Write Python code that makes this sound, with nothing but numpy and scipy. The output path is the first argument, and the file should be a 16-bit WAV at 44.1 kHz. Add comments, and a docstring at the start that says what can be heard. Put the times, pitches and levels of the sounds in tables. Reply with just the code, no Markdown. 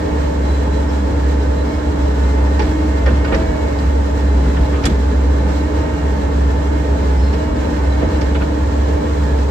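"""Inside the cab of a small excavator

A four-cylinder diesel booms at its firing rate as its speed sags and overshoots. Fan, nine-piston pump
and crankshaft orders are sines locked to the same shaft phase, over filtered noise for the rush of air.
Slack in the bucket linkage knocks: noise bursts and a first contact excite decaying modes of the steel.
Jolts raise a band of rumbling noise and set the cab ringing low on its mounts. Resonant noise gives brief
thin high tones: swelling whistles near 4 kHz, probably of the pump, and hissier chirps."""
import sys
import numpy as np
from scipy import signal
from scipy.fft import rfft, irfft, next_fast_len
from scipy.io import wavfile
from scipy.ndimage import uniform_filter1d

SR = 44100
rng = np.random.default_rng(int(sys.argv[2]) if len(sys.argv) > 2 else 0)


def wav_record(signal):
    """Record a signal, one row per channel, as 16-bit PCM in the file named by sys.argv[1]."""
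    frames = np.transpose(np.atleast_2d(signal))
    bounded = np.clip(frames, -1, 1)
    # unit amplitude maps onto the largest positive 16-bit level
    quanta = np.round(bounded * 32767).astype(np.int16)
    wavfile.write(sys.argv[1], SR, quanta)


N = 418950   # length in samples

# shaft speed, sagging when the arm takes load and overshooting on release: t/s, f/Hz
SHAFT_SPEED = [(0.0, 35.8), (0.45, 33.86), (0.9, 34.3), (1.55, 33.95), (1.82, 34.96), (2.26, 32.93),
               (2.75, 34.57), (2.95, 33.9), (3.06, 32.7), (3.41, 36.07), (3.88, 33.44), (4.16, 34.25),
               (4.46, 32.2), (4.72, 34.74), (4.96, 32.49), (5.8, 34.95), (6.47, 33.49), (6.66, 34.32),
               (7.0, 33.83), (7.18, 32.49), (7.45, 35.65), (7.86, 33.42), (8.02, 35.11), (8.2, 33.83),
               (8.4, 34.73), (8.7, 33.76), (9.0, 35.2), (9.5, 33.57)]
FIRINGS_PER_TURN, PISTONS_PER_TURN = 2, 9
# the cab resonates just under the firing rate; the boom level follows the speed after a lag
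BOOM_PEAK_DB, BOOM_HZ, BOOM_HALF_WIDTH_HZ, BOOM_LAG_S = -13, 66.07, 2.27, 0.04
# fan blades passing: cycles per turn, left level/dB, right level/dB, waver/dB, right-ear lag/cycles
FAN_TONES = [(8.42, -33.5, -24.5, 0.5, 0.017), (16.84, -35.5, -34.5, 3.5, 0.538)]
FAN_REFERENCE_HZ, FAN_DB_PER_HZ = 34.1, 1   # the fan is louder the faster the shaft turns
# weaker orders of the crankshaft: cycles per turn, left level/dB, right level/dB
CRANK_ORDERS = [(4.5, -39.5, -43.5), (5, -43.5, -47.5), (6, -38, -39.5), (7, -40, -43.5),
                (26, -46.5, -45.5)]
# pump hum swelling while a valve is open: start t/s, time to start of fall/s, level/dB
PUMP_SURGES = [(.38, 0.8, -33.5), (1.4, 0.79, -33), (2.3, 0.28, -30.5), (2.6, 0.38, -24.5),
               (4.22, 0.27, -30.5), (4.95, 0.88, -31), (6.05, .4, -35), (6.65, 0.34, -31),
               (7.53, 0.28, -27.5), (8.05, 0.18, -26), (8.4, 0.2223, -28)]
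PUMP_IDLE_DB, PUMP_EDGE_S = -39, 0.051
# oil pressure, heard as pump whine: t/s, level/dB
WHINE_LEVEL = [(0, -50), (1.0, -55), (1.5, -50), (2.25, -47), (2.75, -47), (3.1, -45), (3.45, -45.5),
               (4.0, -52.5), (4.7, -49), (5.3, -50), (5.5, -47), (5.78, -48), (5.86, -44), (6.15, -51),
               (6.8, -47.5), (7.6, -49), (8.1, -46.5), (9.5, -59)]
# harmonics of the piston ripple: harmonic number, left and right level/dB above the whine level
WHINE_HARMONICS = [(2, 7.5, 10), (3, -1, 3.5), (4, -17, 3), (5, -3.5, 5.5), (6, -7, 3.5), (7, 2.5, 2),
                   (9, -5, -6)]
HOSE_HZ, HOSE_WIDTH_HZ, HOSE_DB = 649.5, 22, 7   # a pipe resonance lifts harmonics that reach it
# linkage knocks: t/s, rattle decay time/s, clatter gain/dB, low clunk and bright crack gain/dB above it,
# f/Hz of the most strongly excited ring
KNOCKS = [(2.592, 0.019, -18, 5.5, -1, 870), (2.618, 0.016, -25, 4, 5, 1825),
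          (3.06, 0.016, -18.5, 5, -2, 1825), (3.071, 0.032, -26.5, 14, -12, 1500),
          (3.246, .018, -24, -11, 2, 1500), (3.276, 0.019, -26, 5, -12, 1250),
          (3.321, 0.023, -19, 10, -19, 1825), (3.339, 0.017, -19, -12, -9, 1825),
          (3.346, 0.012, -19.5, -5, 1.5, 2290), (3.788, 0.014, -29, -4, 6.5, 3350),
          (4.566, 0.015, -23, -12, -5, 2290), (4.73, 0.06, -29.5, 7, -8, 1250),
          (4.836, 0.02, -19, -13, 0, 2290), (4.854, 0.017, -12, 0.5, 1, 3350),
          (7.329, 0.02, -24, 8, 1.5, 4280), (8.016, 0.034, -31.5, 18.5, -12, 1825),
          (8.212, .014, -23.5, 5, 4.5, 4280), (8.348, 0.022, -19, 4.5, -21, 2900),
          (8.411, 0.019, -24.5, -8, -19, 1500)]
# modes of bucket and arm: f/Hz, relative level/dB, t60/s
BUCKET_MODES = [(520, 8, 0.083), (870, 11, .05), (1250, 7, 0.048), (1500, 12.5, 0.025), (1825, 7, 0.041),
                (2290, -10.5, 0.037), (2900, -7, 0.086), (3350, 8, 0.0096), (4280, -4, 0.026),
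                (5200, 2, 0.034)]
CONTACTS_PER_S = 2300   # mean rate within a rattle
STRIKE_DB = 18   # height of the first contact that sets the modes ringing
# top of a crack at the reference gain; dB of pitch per dB of gain
CRACK_TOP_HZ, CRACK_REFERENCE_DB, CRACK_BRIGHTENING = 5130, -22, 0.36
# brief thin whistles near 4 kHz, probably of the pump, and hissier chirps:
# t/s, f/Hz, length/s, gain/dB, t60/s
HIGH_TONES = [(0.396, 3990, 0.23, -46, 1.5), (0.63, 3980, 0.2, -51, 1.2), (0.878, 5250, 0.047, -47, .06),
              (1.545, 3990, 0.11, -47, 1.5), (1.67, 5200, 0.16, -51, .03), (7.15, 5200, 0.17, -47, 0.03),
              (7.194, 4210, 0.13, -46, 0.021), (7.89, 3993, 0.066, -47, 0.07)]
# jolts as the arm starts, stops or bites: start t/s, time to start of fall/s, shudder gain/dB, push gain/dB
JOLTS = [(2.61, 0.07, -19, -20), (3.06, 0.13, -19.5, -17), (3.31, 0.11, -18, -11), (3.449, 0.11, -26, -15),
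         (4.338, .15, -23.5, -24), (4.552, .1, -21, -20), (4.807, 0.1, -15.5, -10), (6.971, .3, -27.5, -23),
         (7.474, .15, -27, -14), (7.928, .1, -23, -21), (8.02, 0.15, -21.5, -17), (8.238, 0.11, -26, -22),
         (8.355, 0.1, -25, -26)]
ROCKING_DB, JOLT_EDGE_S = -34.5, 0.045   # shudder gain between jolts; rise and fall time
MOUNT_HZ, MOUNT_T60_S = 51.3, 0.47   # rubber mounts
TRIM_TICKS_PER_S, TRIM_DB = 2100, -22.5   # loose trim: mean tick rate, gain within the shudder
# spectrum of air and casing noise common to both ears: f/Hz, relative gain/dB
RUSH_MID = [(30, -62), (45, -20), (75, -8.5), (130, -27), (240, -22), (350, -25), (460, -21.5),
            (1100, -38.5), (1900, -39.5), (2500, -48.5), (5000, -55), (7800, -55.5), (9300, -71),
            (15000, -69.5)]
# spectrum of the noise opposed between the ears: f/Hz, relative gain/dB
RUSH_SIDE = [(30, -40), (60, -31.5), (130, -29.5), (190, -36.5), (330, -29), (420, -28.5), (640, -26.5),
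             (730, -32.5), (920, -30.5), (1300, -37.5), (2400, -47.5), (5000, -55), (7500, -55),
             (9500, -71.5), (15000, -69.5)]
RUSH_DB = 14   # gain added to both spectra
# standing waves and panels of the cab: f/Hz, width/Hz, gain in common part/dB, gain in opposed part/dB
CAB_MODES = [(124, 13, 1, -2), (157, 49, 6, -7), (260.6, 17, -4, -1), (374, 13, -4.5, -11),
             (599, 57, -3.5, 6), (666, 82, 3.5, -3), (713.4, 58, -12.5, 1), (792, 19, -9.5, -5),
             (888, 89, 6.5, 1.5), (2004, 250, -4.5, -9.5)]
# narrow resonances of glass and trim, unlike at each ear: f/Hz, width/Hz, left gain/dB, right gain/dB
PANELS = [(240, 25, 4, 4), (418, 19, 2, 5), (460, 26, 0.5, -1), (759.5, 33, -4.5, 7.5), (851, 10, 2, 4),
          (1017, 62, 3.5, 6), (1117, 20, 6, -10), (1660, 40, -11, 1), (1702, 18, 2, 9.5),
          (1780, 19, 10.5, -4), (1849, 23, 9, 8.5), (2044, 23, 1.5, 8.5), (2090, 36, 8, 3),
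          (3316, 21, 16.5, -10), (3600, 24, 3, -15), (3970, 63, 4, 6.5), (4350, 30, 9, 7.5),
          (5200, 86, -1, 7)]
# balance of the rush: f/Hz, left minus right/dB
RUSH_PAN = [(60, -2), (240, 1), (950, 1), (3770, -7.5), (15000, 0.5)]
CUTOFF_HZ = 16300   # upper limit of the sound


def amp(db):
    """Logarithmic level: decibels to amplitude ratio."""
    return 10 ** (np.asarray(db) / 20)


def rms_one(x):
    """Normalisation: scale to unit rms."""
    return x / np.sqrt(np.mean(x ** 2) + 1e-20)


def in_time(rows):
    """Linear interpolation: the columns of a time table at every sample."""
    s, *columns = np.transpose(rows)
    return [np.interp(np.arange(N) / SR, s, column) for column in columns]


def at_hz(points, hz):
    """Logarithmic frequency axis: interpolate a spectrum in dB."""
    table_hz, table_db = np.array(points).T
    return np.interp(np.log(hz + 1), np.log(table_hz), table_db)


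def drift(rate_hz):
    """Low-pass random process: noise through two equal poles at rate_hz, scaled to unit spread."""
    step = 40   # computed at every 40th sample
    r = np.exp(-2 * np.pi * rate_hz * step / SR)
    noise = rng.standard_normal(N // step + 2002)
    slow = signal.lfilter([1], [1, -2 * r, r * r], noise)[2000:]   # the start-up is discarded
    return np.interp(np.arange(N) / step, np.arange(len(slow)), rms_one(slow - slow.mean()))


def swells(rows, rest_db, edge_s):
    """Trapezoidal envelope: a level in dB that rests, rises for each row, holds and falls back."""
    t, gain = np.arange(N) / SR, amp(rest_db)
    for start, length, level_db, *_ in rows:
        nearest_edge = np.minimum(t - start, start + length + edge_s - t)
        gain = np.maximum(gain, amp(level_db) * np.clip(nearest_edge / edge_s, 0, 1))
    return 20 * np.log10(gain)


def ring(x, hz, t60):
    """Damped oscillator: a unit click starts a decaying sine of initial height 1."""
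    r, w = amp(-60 / (t60 * SR)), 2 * np.pi * hz / SR
    return signal.lfilter([0, np.sin(w)], [1, -2 * r * np.cos(w), r * r], x + 1e-18)


def band(x, low_hz, high_hz):
    """Band-pass filtering: keep the sound between two frequencies."""
    sos = signal.butter(2, [low_hz, min(high_hz, .45 * SR)], "band", fs=SR, output="sos")
    return signal.sosfilt(sos, x)


def tone(turns, multiple, left_db, right_db, lag):
    """Phase locking: a sine at a multiple of shaft phase, with its own level and phase at each ear."""
    cycles = multiple * turns + rng.random() - np.array([[0], [lag]])
    return np.sqrt(2) * amp([[left_db], [right_db]]) * np.sin(2 * np.pi * cycles)


def firing_boom(turns, shaft_hz):
    """Forced resonance: the boom grows as the firing rate nears a mode of the cab."""
    t = np.arange(N) / SR
    firing_hz = FIRINGS_PER_TURN * np.interp(t - BOOM_LAG_S, t, shaft_hz)
    detuning = (firing_hz - BOOM_HZ) / BOOM_HALF_WIDTH_HZ
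    boom_db = BOOM_PEAK_DB - 10 * np.log10(1 + detuning ** 2) + 0.19 * drift(15.0)
    wobble = 0.035 * drift(4.3)   # uneven firing, in cycles
    boom = amp(boom_db) * np.sin(2 * np.pi * (FIRINGS_PER_TURN * turns + wobble))
    return np.sqrt(2) * boom * amp([[-.3], [.3]])


def pump_hum(turns):
    """Flow ripple: one pulse per piston makes a sine at nine times shaft speed."""
    hum_db = swells(PUMP_SURGES, PUMP_IDLE_DB, PUMP_EDGE_S) + 1.7 * drift(4.1)
    return np.sqrt(2) * amp(hum_db) * np.sin(2 * np.pi * PISTONS_PER_TURN * turns)


def pump_whine(turns, shaft_hz):
    """Harmonics of flow ripple: each wavers independently and is lifted near the pipe resonance."""
    out = np.zeros((2, N))
    whine_db, = in_time(WHINE_LEVEL)
    for harmonic, left_db, right_db in WHINE_HARMONICS:
        order = PISTONS_PER_TURN * harmonic
        hose_db = HOSE_DB * np.exp(-((order * shaft_hz - HOSE_HZ) / HOSE_WIDTH_HZ) ** 2)
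        unsteady_turns = turns + 0.002 * drift(9.0)
        level = amp(whine_db + hose_db + 2.2 * drift(4.0))
        out += tone(unsteady_turns, order, left_db, right_db, 0.28) * level
    return out


def fan_blades(turns, shaft_hz):
    """Blade-passing tones: sines at fixed multiples of shaft speed, louder as it rises."""
    out = np.zeros((2, N))
    fan_db = FAN_DB_PER_HZ * (shaft_hz - FAN_REFERENCE_HZ)
    for multiple, left_db, right_db, waver_db, lag in FAN_TONES:
        out += tone(turns, multiple, left_db, right_db, lag) * amp(fan_db + waver_db * drift(4.0))
    return out


def crank_orders(turns):
    """Order excitation: weaker crankshaft vibrations at fixed multiples of its rotation."""
    out = np.zeros((2, N))
    for order, left_db, right_db in CRANK_ORDERS:
        out += tone(turns, order, left_db, right_db, 0.03) * amp(4.0 * drift(2.8))
    return out


def shaft_tones():
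    """Common rotation: the integral of shaft speed sets the phase of every tone locked to the shaft."""
    shaft_hz = uniform_filter1d(in_time(SHAFT_SPEED)[0], size=3000)   # the flywheel rounds off changes
    turns = np.cumsum(shaft_hz) / SR
    driven = fan_blades(turns, shaft_hz) + crank_orders(turns) + pump_whine(turns, shaft_hz)
    return firing_boom(turns, shaft_hz) + pump_hum(turns) + driven


def bucket_rings(rattle, t, strongest_hz):
    """Modal excitation: the place of the blow favours one mode; others weaken per octave of distance."""
    struck = rattle + amp(STRIKE_DB) * (t == 0)
    out = 0
    for hz, level_db, t60 in BUCKET_MODES:
        octaves = abs(np.log2(hz / strongest_hz))
        out = out + amp(level_db - 30.0 - 30.0 * octaves) * ring(struck, hz, t60)
    return out


def knocks():
    """Impact excitation: short rattles of contacts give a clunk, a ringing clatter and a bright crack."""
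    out, t = np.zeros((2, N)), np.arange(SR // 7) / SR
    for s, length, peak_db, low_db, bright_db, strongest_hz in KNOCKS:
        noise = rng.standard_normal((3, len(t)))
        contacts = rng.random(len(t)) < CONTACTS_PER_S / SR
        grit = noise[:2] * (0.7 + 0.6 * np.sqrt(SR / CONTACTS_PER_S) * contacts)
        # the slack closes contact by contact
        rattle = grit * (1 - np.exp(-t / 0.0043)) * np.exp(-(t / length) ** 2)
        rasp = band(band(rattle, 600, 3000), 600, 3000)   # twice, for steeper sides
        clatter = amp(6) * rasp + bucket_rings(rattle, t, strongest_hz)

        # harder is brighter
        hardness_db = peak_db + bright_db - CRACK_REFERENCE_DB
        top_hz = max(4500, CRACK_TOP_HZ * amp(CRACK_BRIGHTENING * hardness_db))
        crack_envelope = (1 - np.exp(-t / 0.00052)) * np.exp(-t / (0.67 * length))
        crack = amp(bright_db) * band(grit * crack_envelope, 4400, top_hz)

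        bass = noise[2] + noise[:2]   # partly alike at both ears
        clunk_envelope = (1 - np.exp(-t / 0.0024)) * np.exp(-t / (0.86 * length))
        clunk = amp(low_db + 12.0) * band(bass * clunk_envelope, 214, 595)
        at = round(s * SR)
        out[:, at:at + len(t)] += amp(peak_db) * (clatter + crack + clunk) * amp([[-1.5], [1.5]])
    return out


def high_tones():
    """Resonant filtering: noise through a narrow resonance swells and fades; a longer t60 whistles purer."""
    out = np.zeros(N)
    for s, pitch_hz, length, level_db, t60 in HIGH_TONES:
        at, size = round(s * SR), round(length * SR)
        thin_noise = rms_one(ring(rng.standard_normal(SR), pitch_hz, t60)[-size:])
        out[at:at + size] += amp(level_db) * thin_noise * np.sqrt(np.hanning(size))
    return out * amp([[-3.], [3.]])


def bounces():
    """Mass on springs: each jolt gives a soft push and the cab rings low on its mounts."""
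    pushes = np.zeros(N)
    for s, _, _, push_db in JOLTS:
        pushes[round(s * SR)] = amp(push_db)
    push = np.hanning(SR // 120)
    soft_pushes = signal.fftconvolve(pushes, push / push.sum())[:N]
    return band(ring(soft_pushes, MOUNT_HZ, MOUNT_T60_S), .75 * MOUNT_HZ, 1.3 * MOUNT_HZ)


def shudder():
    """Random vibration: the rocking cab gives narrow and wider low noise, and loose trim ticks at random."""
    rocking, rumble = rng.standard_normal((2, N))
    ticks = rng.standard_normal((2, N)) * (rng.random(N) < TRIM_TICKS_PER_S / SR)
    low = rms_one(band(rocking, 52.0, 73.7)) + amp(-2.5) * rms_one(band(rumble, 50.0, 285))
    trim = amp(TRIM_DB) * rms_one(band(ticks, 1200, 4200))
    return amp(swells(JOLTS, ROCKING_DB, JOLT_EDGE_S)) * (low + trim)


def rush():
    """Modal colouring of broadband noise: cab resonances shape the air rush; its treble flutters a little."""
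    size = next_fast_len(N)
    hz = np.arange(size // 2 + 1) * SR / size
    mid_db, side_db = at_hz(RUSH_MID, hz), at_hz(RUSH_SIDE, hz)
    for centre_hz, width_hz, in_mid_db, in_side_db in CAB_MODES:
        bell = np.exp(-2 * ((hz - centre_hz) / width_hz) ** 2)
        mid_db, side_db = mid_db + in_mid_db * bell, side_db + in_side_db * bell
    mid, side = rfft(rng.standard_normal((2, size))) * amp([mid_db, side_db])

    panel_db = 0
    for centre_hz, width_hz, *ear_db in PANELS:
        bell = np.exp(-2 * ((hz - centre_hz) / width_hz) ** 2)
        panel_db = panel_db + np.outer(ear_db, bell)
    pan = amp(at_hz(RUSH_PAN, hz) / 2)
    ears = np.array([(mid + side) * pan, (mid - side) / pan]) * amp(panel_db)

    # many small reflections off glass and steel ripple the colour, unlike at each ear
    t = np.arange(SR // 8) / SR
    echoes = amp(-34) * rng.standard_normal((2, len(t))) * np.exp(-t / 0.012) * (t > .002)
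    ears = ears * (1 + rfft(band(echoes, 1110, 8200), size))

    treble = hz ** 2 / (hz ** 2 + 1700.0 ** 2)
    low = irfft(ears * (1 - treble), size)[:, :N]
    high = irfft(ears * treble, size)[:, :N]
    return amp(RUSH_DB) * (low * amp(.5 * drift(4.0)) + high * amp(1.0 * drift(9.4)))


def scene():
    """Superposition: shaft tones, knocks, high tones, bounces, shudder and air rush add."""
    return shaft_tones() + knocks() + high_tones() + bounces() + shudder() + rush()


def record(dry):
    """Transducer limits: microphones drop the deepest bass and round off peaks; the top is cut."""
    bass_cut = signal.butter(2, 30.0, "high", fs=SR, output="sos")
    rounded = np.tanh(signal.sosfilt(bass_cut, dry) / 1.4) * 1.4
    top_cut = signal.cheby2(12, 70, CUTOFF_HZ, fs=SR, output="sos")
    return signal.sosfilt(top_cut, rounded)


dry = scene()
out = record(dry)
wav_record(out)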